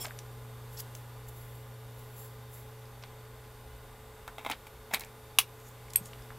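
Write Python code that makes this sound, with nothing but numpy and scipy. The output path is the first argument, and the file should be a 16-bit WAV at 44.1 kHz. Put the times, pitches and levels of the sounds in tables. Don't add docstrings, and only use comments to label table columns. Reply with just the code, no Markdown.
import sys
import numpy as np
from scipy import signal
from scipy.fft import rfft, irfft, next_fast_len
from scipy.io import wavfile
from scipy.ndimage import uniform_filter1d, map_coordinates

SR = 44100
rng = np.random.default_rng(int(sys.argv[2]) if len(sys.argv) > 2 else 0)


def file_out(sig):
    cols = np.atleast_2d(sig).T
    lim = np.clip(cols, -1, 1)
    pcm = np.round(lim * 32767).astype(np.int16)
    wavfile.write(sys.argv[1], SR, pcm)


def volts(x):
    e = np.asarray(x, float) / 20
    return 10 ** e


N = 281738
LENGTH = SR // 8
TOP_HZ = 16000

# [f/Hz, width/Hz, level/dB]
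CAP_MODES = [(257, 62, -1), (861, 170, 13), (1450, 1000, -14), (2070, 110, 5.5), (2650, 200, -5),
             (3100, 220, -3), (3800, 300, -3)]


def unit(x):
    return x / np.sqrt(np.mean(x ** 2) + 1e-20)


def peak(x):
    return x / np.abs(x).max()


def along(points, hz):
    f, v = np.transpose(points)
    return np.interp(np.log(hz + 1), np.log(f + 1), v)


def strokes(rows, more_db=0):
    s, db, rise, fall = np.array(rows).T[:4, :, None]
    t = np.arange(0, N + 32, 32) / SR
    away = np.where(t < s, (s - t) / rise, (t - s) / fall)
    gain = volts(db + np.reshape(more_db, (-1, 1)) - 20 * away).sum(0)
    return np.interp(np.arange(N) / SR, t, gain)


def wobble(rate_hz):
    coarse = np.arange(0, N + 16, 16)
    knots = rng.standard_normal(int(N * rate_hz / SR) + 4)
    return np.interp(np.arange(N), coarse, map_coordinates(knots, [coarse * rate_hz / SR]))


def filtered(x, response):
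    m = next_fast_len(x.shape[-1] + 8192)
    return irfft(rfft(x, m) * response(np.fft.rfftfreq(m, 1 / SR)), m)[..., :x.shape[-1]]


def shaped(x, spectrum):
    return filtered(x, lambda f: volts(along(spectrum, f)))


def resonances(modes):
    def response(f):
        return sum((-1) ** k * volts(db) * 1j * f * w / (c * c - f * f + 1j * f * w)
                   for k, (c, w, db) in enumerate(modes))
    return response


def causal(spectrum):
    ceps = irfft(np.log(volts(along(spectrum, np.fft.rfftfreq(2048, 1 / SR))) + 1e-6))
    ceps[1:1024] *= 2
    ceps[1025:] = 0
    return irfft(np.exp(rfft(ceps)))


def noise(response):
    return unit(filtered(rng.standard_normal(N), response))


def contact(t60_s, hold_s=0, blow=2.48):
    t = np.arange(LENGTH) / SR
    x = rng.standard_normal(LENGTH) * volts(-60 * np.maximum(t - hold_s, 0) / max(t60_s, .001))
    x[0] = blow
    z = rfft(x, 2 * LENGTH)
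    even = irfft(z / np.sqrt(uniform_filter1d(np.abs(z) ** 2, size=150)))[:LENGTH]
    return peak(even)


def walls(x, gap_s=0.0052):
    # [f/Hz, t60/s]
    decay = [(300, 0.03), (2500, 0.11), (6000, 0.11), (14000, 0.087)]
    hz, t, z = signal.stft(rng.standard_normal(LENGTH), SR, nperseg=128)
    tail = signal.istft(z * volts(-60 * t / along(decay, hz)[:, None]), SR, nperseg=128)[1]
    delayed = np.pad(x, (int(gap_s * SR), 0))
    return signal.fftconvolve(delayed, tail / np.linalg.norm(tail))[:len(x)]


def add(track, s, db, sound, room_db):
    wet = sound + volts(room_db) * walls(sound)
    part = track[round(s * SR):][:len(wet)]
    part += (volts(db) * wet / np.abs(sound).max())[:len(part)]


def mains_hum():
    rival_db, beat_s, cancel_s = -4.5, 7.4, 4.62
    t = np.arange(N) / SR
    phase = 2 * np.pi * 120 * t + .4 * wobble(6)
    beat = np.abs(1 - volts(rival_db) * np.exp(2j * np.pi * (t - cancel_s) / beat_s))
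    octave = volts(-65.5 + 2 * wobble(12)) * np.sin(2 * phase)
    return beat * volts(-48.5 + 0.48 * wobble(27)) * np.sin(phase) + octave


def fan():
    line_hz = [434.7, 543.5, 652, 91, 840, 960, 1200, 1440, 1526, 1550, 2040, 3688]
    line_db = [-60, -67.5, -90, -65.5, -68.5, -72.5, -77.5, -71, -77, -96, -74.5, -76]
    t = np.arange(N) / SR
    return sum(volts(db + 3 + 1.07 * wobble(5.04)) * np.sin(2 * np.pi * f * t + 0.65 * wobble(4.14))
               for f, db in zip(line_hz, line_db))


def building_rumble():
    # [f/Hz, level/dB per Hz]
    spectrum = [(12, -68), (20, -11), (55, 0.5), (69, 1), (86, -33), (95, -25), (110, -7), (140, -58),
                (240, -120)]
    # [t/s, level/dB, rise/s, fall/s]
    swells = [
        (.43, -64, 0.24, 0.43),
        (3.9, -60, 0.77, 0.5),
        (6.3, -68, 0.3, 1.2),
    ]
    level = (volts(-62.5) + strokes(swells)) * volts(2 + wobble(3.28))
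    return level * noise(lambda f: volts(along(spectrum, f)))


def clock_whine(f):
    # [f/Hz, level/dB]
    typical = [(2000, 9.5), (4500, 11), (6000, 6.5), (8500, 18.5), (11800, 12), (13500, 12.5), (15500, 0)]
    carriers = [7671, 7744, 8643, 9254, 10250, 10834, 11243, 11814, 12145, 12287, 12567, 13232, 13472,
                13563, 14465, 14906]
    step_hz = 47.3
    comb = np.concatenate([np.arange(2040, 15700, step_hz), np.arange(6012, 15700, 1.537 * step_hz)])
    hz = np.concatenate([carriers, comb])
    comb_db = 3.5 * rng.standard_normal(len(comb)) - 2
    db = along(typical, hz) + np.concatenate([np.full(len(carriers), 8), comb_db])
    lines = np.bincount(np.round(hz / f[1]).astype(int), volts(2 * db), len(f))
    return 14 * uniform_filter1d(lines, size=14)


def hiss():
    # [f/Hz, level/dB per Hz]
    spectrum = [(100, -9), (140, -10.5), (300, -13), (500, -9), (1000, -14.5), (1700, -15.5), (3600, -25.5),
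                (5500, -27), (9500, -33.5), (12300, -24.5), (13600, -29.5), (14600, -25.5), (15700, -34),
                (16000, -70)]
    # [f/Hz, width/Hz, level/dB]
    duct = [(412, 60, 2.5), (825, 82, 3), (1037, 38, 9.5), (1200, 72, 3.5), (3530, 330, 5), (4570, 56, 6.5),
            (7000, 220, 2.5)]
    # [t/s, level/dB, rise/s, fall/s]
    rustle = [
        (0, -53, .1, 0.18),
        (.8, -70, 0.98, 1.2),
        (6.2, -67.5, 0.64, 1.2),
    ]

    def response(f):
        return volts(along(spectrum, f)) * np.sqrt(1 + np.abs(resonances(duct)(f)) ** 2 + clock_whine(f))
    return (volts(-55) + strokes(rustle)) * volts(0.11 * wobble(6)) * noise(response)


def background():
    return mains_hum() + fan() + building_rumble() + hiss()


def rubbing(rows, modes, grain_db, scrape, scrape_db, patchy_db):
    grains = rng.standard_normal(N) * volts(grain_db * wobble(150))
    sing = 0
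    for hz, width, db in modes:
        gain = volts(db + patchy_db * wobble(24.56))
        sing = sing + gain * signal.lfilter(*signal.iirpeak(hz, hz / width, SR), grains)
    return strokes(rows) * (unit(sing) + volts(scrape_db) * unit(shaped(grains, scrape)))


def barrel_brush():
    # [t/s, level/dB, rise/s, fall/s]
    rows = [
        (5.61, -73, .03, .2),
        (5.69, -62.5, 0.16, 0.046),
        (6.065, -58.5, 0.12, 0.029),
        (6.12, -73, .1, .05),
    ]
    return rubbing(rows, [(6900, 800, 0), (12500, 1500, -6)], 2.5,
                   [(2000, -12), (7000, -3), (12000, -1), (15700, -5)], scrape_db=-3, patchy_db=2.5)


def tab_drag():
    # [t/s, level/dB, rise/s, fall/s]
    rows = [
        (.773, -59, .008, .09),
        (.8055, -45.5, .02, .003),
    ]
    return rubbing(rows, [(5200, 700, -4), (7800, 300, -1)], 3,
                   [(1200, -12), (2500, -5), (7000, -1), (9500, -18)], scrape_db=1, patchy_db=3.5)


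def mount_twist():
    # [t/s, level/dB, rise/s, fall/s]
    rows = [
        (.746, -56, 0.052, .018),
        (.802, -41, 0.038, 0.024),
        (.952, -57, .025, .1),
        (1.286, -47.5, 0.012, 0.018),
        (1.38, -57.5, 0.1, 0.27),
        (1.56, -66, .08, 0.12),
        (1.99, -59, .045, 0.14),
        (2.196, -52, 0.091, 0.15),
        (2.25, -60, .1, 0.042),
        (2.54, -51.5, 0.043, 0.13),
    ]
    # [f/Hz, width/Hz, level/dB]
    modes = [(7470, 160, -2), (11500, 380, 2), (13150, 500, -1), (14300, 900, -4), (15650, 160, -1)]
    return rubbing(rows, modes, 1.2, [(2500, -14), (5500, -11), (9000, -6), (12000, -13), (15700, -28)],
                   scrape_db=-10, patchy_db=-0.5)


def ring_slide():
    # [t/s, level/dB, rise/s, fall/s]
    rows = [
        (.006, -47, .03, .04),
        (.018, -43, 0.036, 0.045),
        (.03, -50, 0.035, 0.033),
        (.046, -48, 0.026, .012),
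    ]
    # [f/Hz, width/Hz, level/dB]
    modes = [(3300, 40, -12), (5380, 34, 1.5), (7450, 45, -0.5), (9650, 48, -1), (12100, 150, -8.5),
             (13100, 36, -36), (14800, 34, -8), (15700, 51, -51)]
    slide = rubbing(rows, modes, 2.5, [(800, -19), (3000, -14), (9000, -7), (15600, -11)],
                    scrape_db=-7, patchy_db=1.5)
    low_tone = np.sin(2 * np.pi * 3320 * np.arange(N) / SR)
    return slide + strokes([(.022, -40, .022, .02)]) * low_tone


def ring_squeak():
    # [t/s, level/dB, rise/s, fall/s]
    rows = [
        (.065, -57, .016, .08),
        (.18, -61, .2, 0.027),
    ]
    start_s, start_hz, fall_hz_per_s, sag_hz_per_s3 = .05, 13600, 10000, 250000
    since = np.clip(np.arange(N) / SR - start_s, 0, .25)
    hz = start_hz - fall_hz_per_s * since - sag_hz_per_s3 * since ** 3
    phase = 2 * np.pi * np.cumsum(hz + 200 * wobble(600)) / SR
    return strokes(rows) * volts(3.1 * wobble(300)) * np.sin(phase)


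def metal():
    rubs = ring_slide() + ring_squeak() + mount_twist() + barrel_brush() + tab_drag()
    return filtered(rubs, lambda f: f < 15800)


def cap_rub():
    # [t/s, level/dB, rise/s, fall/s, treble/dB]
    loose = [
        (0.0487, -43, .022, 0.028, -20),
        (4.392, -51.5, 0.015, 0.079, -15),
        (4.47, -46, 0.024, 0.043, -11),
        (4.915, -60, 0.02, .06, -20),
        (3.045, -58, .015, .05, -20),
    ]
    # [t/s, level/dB, rise/s, fall/s, treble/dB]
    seated = [
        (4.515, -37, 0.015, 0.021, -22),
        (4.939, -31, 0.01, 0.015, -5),
        (4.95, -42.5, .02, 0.034, -14),
        (5.02, -51.5, 0.057, 0.075, -10),
        (4.53, -50, .01, 0.036, -22),
        (4.957, -45, .008, 0.033, -14),
    ]
    # [f/Hz, level/dB per Hz]
    grit = [(120, -42), (200, 10), (482, -25), (916, 1), (2330, 14), (3070, -4), (5630, -26), (8270, -32),
            (14100, -41), (16000, -34)]
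    rows = loose + seated
    hollow_db = [-0.5] * len(loose) + [-1] * len(seated)
    treble_db = [row[-1] for row in rows]
    grains = rng.standard_normal(N) * volts(3.5 * wobble(400))
    rub = strokes(rows) * unit(shaped(grains, grit))
    hollow = strokes(rows, hollow_db) * unit(filtered(grains, resonances(CAP_MODES)))
    treble = strokes(rows, treble_db) * unit(filtered(grains, lambda f: (f > 5000) * (f < 16000)))
    return rub + hollow + treble


def knocks(rows):
    track = np.zeros(N)
    crack_band = signal.butter(2, [4000, 15000], "band", fs=SR, output="sos")

    def shell(f):
        direct = 1j * f / (900 + 1j * f) * (6000 / (6000 + 1j * f)) ** 2
        return resonances(CAP_MODES)(f) + volts(-17) * direct
    for s, db, treble_db, t60_s in rows:
        body = filtered(contact(0.57 * t60_s, blow=9), shell)
        crack = signal.sosfilt(crack_band, contact(1.2 * t60_s))
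        add(track, s, db, peak(body) + volts(treble_db + 1.5) * peak(crack), -9)
    return track


def cap():
    # [t/s, peak/dB, treble/dB, contact t60/s]
    main = [
        (4.278, -29, -7, 0.012),
        (4.3828, -29, -12, 0.022),
        (4.3935, -38, -20, 0.026),
        (4.449, -26.5, -11, 0.013),
        (4.463, -22, -20, 0.036),
        (4.499, -20, -9.5, 0.026),
        (4.669, -37.5, 1, 0.019),
        (4.9135, -34, -18, 0.034),
    ]
    # [t/s, peak/dB, treble/dB, contact t60/s]
    settling = [(4.412, -41, -25, .02), (4.455, -42, -20, .012), (4.4755, -40, -25, .015),
                (4.49, -35, -18, .015), (4.507, -30, -20, .012), (4.5225, -40, -20, .02),
                (4.9105, -37, -14, .015), (4.9305, -40, -10, .012), (4.9365, -36, -12, .01),
                (4.95, -33, -10, .015)]
    return knocks(main) + knocks(settling) + cap_rub()


def ticks():
    # [t/s, peak/dB, ring f/Hz, contact t60/s]
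    soft = [(0.046, -39, 1310, 0.01), (.046, -33, 7000, .004), (.066, -35, 7500, .012),
            (.07, -37, 660, 0.019), (0.1084, -32, 1500, 0.0047), (.114, -48, 9800, .009),
            (.173, -54, 5000, .008), (2.855, -49, 5000, .008), (4.937, -41, 1600, .03),
            (4.279, -36, 1410, 0.046), (4.519, -26.5, 3100, 0.036), (4.668, -42.5, 2280, 0.028),
            (5.6, -49, 7000, .009), (5.688, -46, 12700, .01), (5.883, -45.5, 2180, .014),
            (5.905, -43, 5200, .015), (5.9571, -24, 2520, 0.0048), (6.222, -50, 5000, .01),
            (6.304, -38, 1560, 0.021), (6.318, -44, 840, 0.021)]
    # [t/s, peak/dB, ring f/Hz, low edge f/Hz, high edge f/Hz]
    hard = [(0.054, -26.5, 1890, 900, 5500), (0.083, -39, 1600, 600, 6000), (.189, -32, 6050, 1300, 10500),
            (0.803, -49, 5160, 1500, 15000), (.951, -32, 6300, 1200, 12500),
            (4.5138, -25.5, 3040, 1000, 15000), (3.026, -43.5, 5500, 1500, 6000),
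            (3.037, -33.5, 900, 600, 4400), (4.939, -23, 1570, 1200, 14000),
            (4.996, -26.5, 13200, 3500, 16000), (5.036, -38, 2200, 1200, 5430),
            (6.1328, -38, 2930, 400, 3780), (5.0078, -28, 4060, 3000, 15000),
            (5.0468, -38, 7450, 3000, 14000), (5.3913, -12, 10400, 2020, 15000),
            (5.902, -42, 10300, 4500, 14000), (5.935, -29.5, 7460, 2000, 16500),
            (5.945, -47, 7000, 1500, 10000), (6.057, -36, 9100, 3000, 11500)]
    # [t/s, peak/dB, f/Hz, contact t60/s]
    thuds = [
        (6.005, -39, 175, 0.18),
        (4.5, -39, 290, 0.038),
    ]
    track = np.zeros(N)
    touches = [(s, db, 0.67 * hz, 1.51 * hz, hz, t60_s) for s, db, hz, t60_s in soft]
    touches += [(s, db, low_hz, high_hz, hz, 0.013) for s, db, hz, low_hz, high_hz in hard]
    for s, db, low_hz, high_hz, ring_hz, t60_s in touches:
        ring = resonances([(ring_hz, 0.093 * ring_hz, 5)])
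        band = signal.butter(3, [low_hz, min(high_hz, 17000)], "band", fs=SR, output="sos")
        tick = signal.sosfilt(band, contact(t60_s))
        add(track, s, db, filtered(tick, lambda f: ring(f) + 1), -11)
    for s, db, hz, t60_s in thuds:
        body = resonances([(hz, 90, 0)])
        add(track, s, db, filtered(contact(t60_s), lambda f: body(f) ** 2), -20)
    return track


def snaps():
    # [t/s, peak/dB, ring/dB, buzz/dB, grit/dB]
    events = [
        (4.9444, -12, -17.5, -10.5, -5),
        (5.3865, -0.5, -12.5, -13, -10),
        (5.9588, -6.5, -12, -22, -18),
    ]
    # [delay/s, level/dB]
    rebounds = [
        (.0018, -2),
        (.0018, -4),
        (.00118, -4),
    ]
    # [f/Hz, width/Hz, level/dB]
    bodies = [
        [(856, 260, -3), (2220, 270, 0), (3600, 300, -4.5), (4200, 450, -4), (5160, 220, -11), (6810, 190, -11),
         (8510, 400, -7.5), (9600, 220, -15), (10900, 270, -16), (12170, 400, -3), (14300, 460, -16)],
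        [(1060, 400, -1), (1800, 180, -19), (2700, 500, 1.5), (3850, 400, 1), (4900, 300, -11), (6350, 450, -6),
         (7600, 650, -8), (8950, 260, 0), (10600, 700, -2), (11400, 260, -12), (12400, 300, -5),
         (14000, 600, -4)],
        [(3310, 400, -25), (4580, 360, -19), (7100, 600, -20), (8400, 210, 1), (9800, 410, -11),
         (10500, 370, -9), (11400, 230, -11), (11640, 250, -11.5), (12700, 360, 1.5), (14200, 600, -19)],
    ]
    edge_hz = [500, 730, 1800]
    # [f/Hz, level/dB per Hz]
    colours = [
        [(88, -39), (150, -11), (472, -19), (889, -7), (1640, -17), (2120, 4), (2910, 1), (3770, 7),
         (5380, -16), (5940, -29), (8310, -7), (10500, -16), (12100, -5), (16000, -30), (16900, -84)],
        [(150, -47), (600, -12), (1000, 0), (1770, -8), (2520, 6), (3780, -4), (4430, -10), (5290, -4),
         (6310, -7), (8510, -17.5), (10300, -1.5), (12300, -12), (14200, -2), (15800, -15), (16900, -63)],
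        [(470, -55), (800, -34), (1480, -36), (3260, -14), (3850, -27), (4660, -18.5), (5790, -27), (7770, -16),
         (8280, 12), (9660, -7), (11100, -10), (12800, 2), (14500, -19), (15900, -38), (16900, -65)],
    ]
    # [f/Hz, level/dB, t60/s]
    rings = [
        [(834, -11, 0.23), (2143, -2, 0.12), (2546, 0, 0.077), (5033, -9, 0.063), (8958, -11, 0.086),
         (11220, -12, 0.089), (12530, -15, 0.1), (13590, -23, 0.19)],
        [(781, -3, .04), (2540, -3, .05), (2998, -5, 0.05), (6228, -18, 0.23), (10300, -8, 0.084),
         (11120, -2, 0.056), (11980, -2, 0.062), (12850, -11, 0.096), (13340, -12, 0.1), (13590, -11, 0.089),
         (14610, -6, 0.062), (15550, -10, 0.08)],
        [(5717, -24, 0.067), (8366, -4, 0.069), (8522, -10, 0.085), (9281, -16, 0.075), (9480, -19, 0.094),
         (10440, -19, 0.07), (11910, 0, 0.033), (12490, -21, 0.19), (12660, -16, 0.12), (13470, -26, 0.089)],
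    ]
    hand_t60_s = .075
    track, t = np.zeros(N), np.arange(LENGTH) / SR
    for event, rebound, body, low_hz, colour, modes in zip(events, rebounds, bodies, edge_hz, colours, rings):
        s, db, ring_db, buzz_db, grit_db = event
        delay_s, again_db = rebound
        blows = np.zeros(LENGTH)
        blows[0] = 1
        blows[round(delay_s * SR)] = volts(again_db)
        struck = filtered(blows, resonances(body))
        grit = signal.fftconvolve(contact(t60_s=0.01, hold_s=0.0011, blow=2.9), causal(colour))[:LENGTH]
        ring = sum(volts(level - 60 * t / min(t60_s, hand_t60_s)) * np.sin(2 * np.pi * hz * t)
                   for hz, level, t60_s in modes)
        evened = [(hz, 0.51 * level) for hz, level in colour]
        buzz = signal.fftconvolve(contact(t60_s=0.077), causal(evened))[:LENGTH]
        parts = peak(struck) + volts(grit_db) * peak(grit)
        parts += volts(ring_db) * peak(ring) + volts(buzz_db) * peak(buzz)
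        highpass = signal.butter(4, low_hz, "high", fs=SR, output="sos")
        add(track, s, db, signal.sosfilt(highpass, parts), -13.5)
    return track


def scene():
    # [f/Hz, level/dB per Hz]
    spectrum = [(18, -30), (30, 4), (75, -8), (134, -14), (189, -2.5), (649, -4.5), (1460, -9.5),
                (1630, -7), (4080, -4), (13700, -4.5), (16000, -6)]
    mono = background() + metal() + cap() + ticks() + snaps()
    stray_noise = noise(lambda f: volts(along(spectrum, f)) * (f < TOP_HZ))
    stray = volts(-72) * wobble(900) * mono + volts(-71.5) * stray_noise
    return np.array([mono + stray, mono - stray])


def low_pass(x):
    return signal.sosfilt(signal.butter(12, 17090, fs=SR, output="sos"), x)


def record(dry):
    band = signal.butter(10, TOP_HZ, fs=SR, output="sos")
    mix = signal.sosfilt(band, dry)
    return low_pass(mix)


dry = scene()
out = record(dry)
file_out(out)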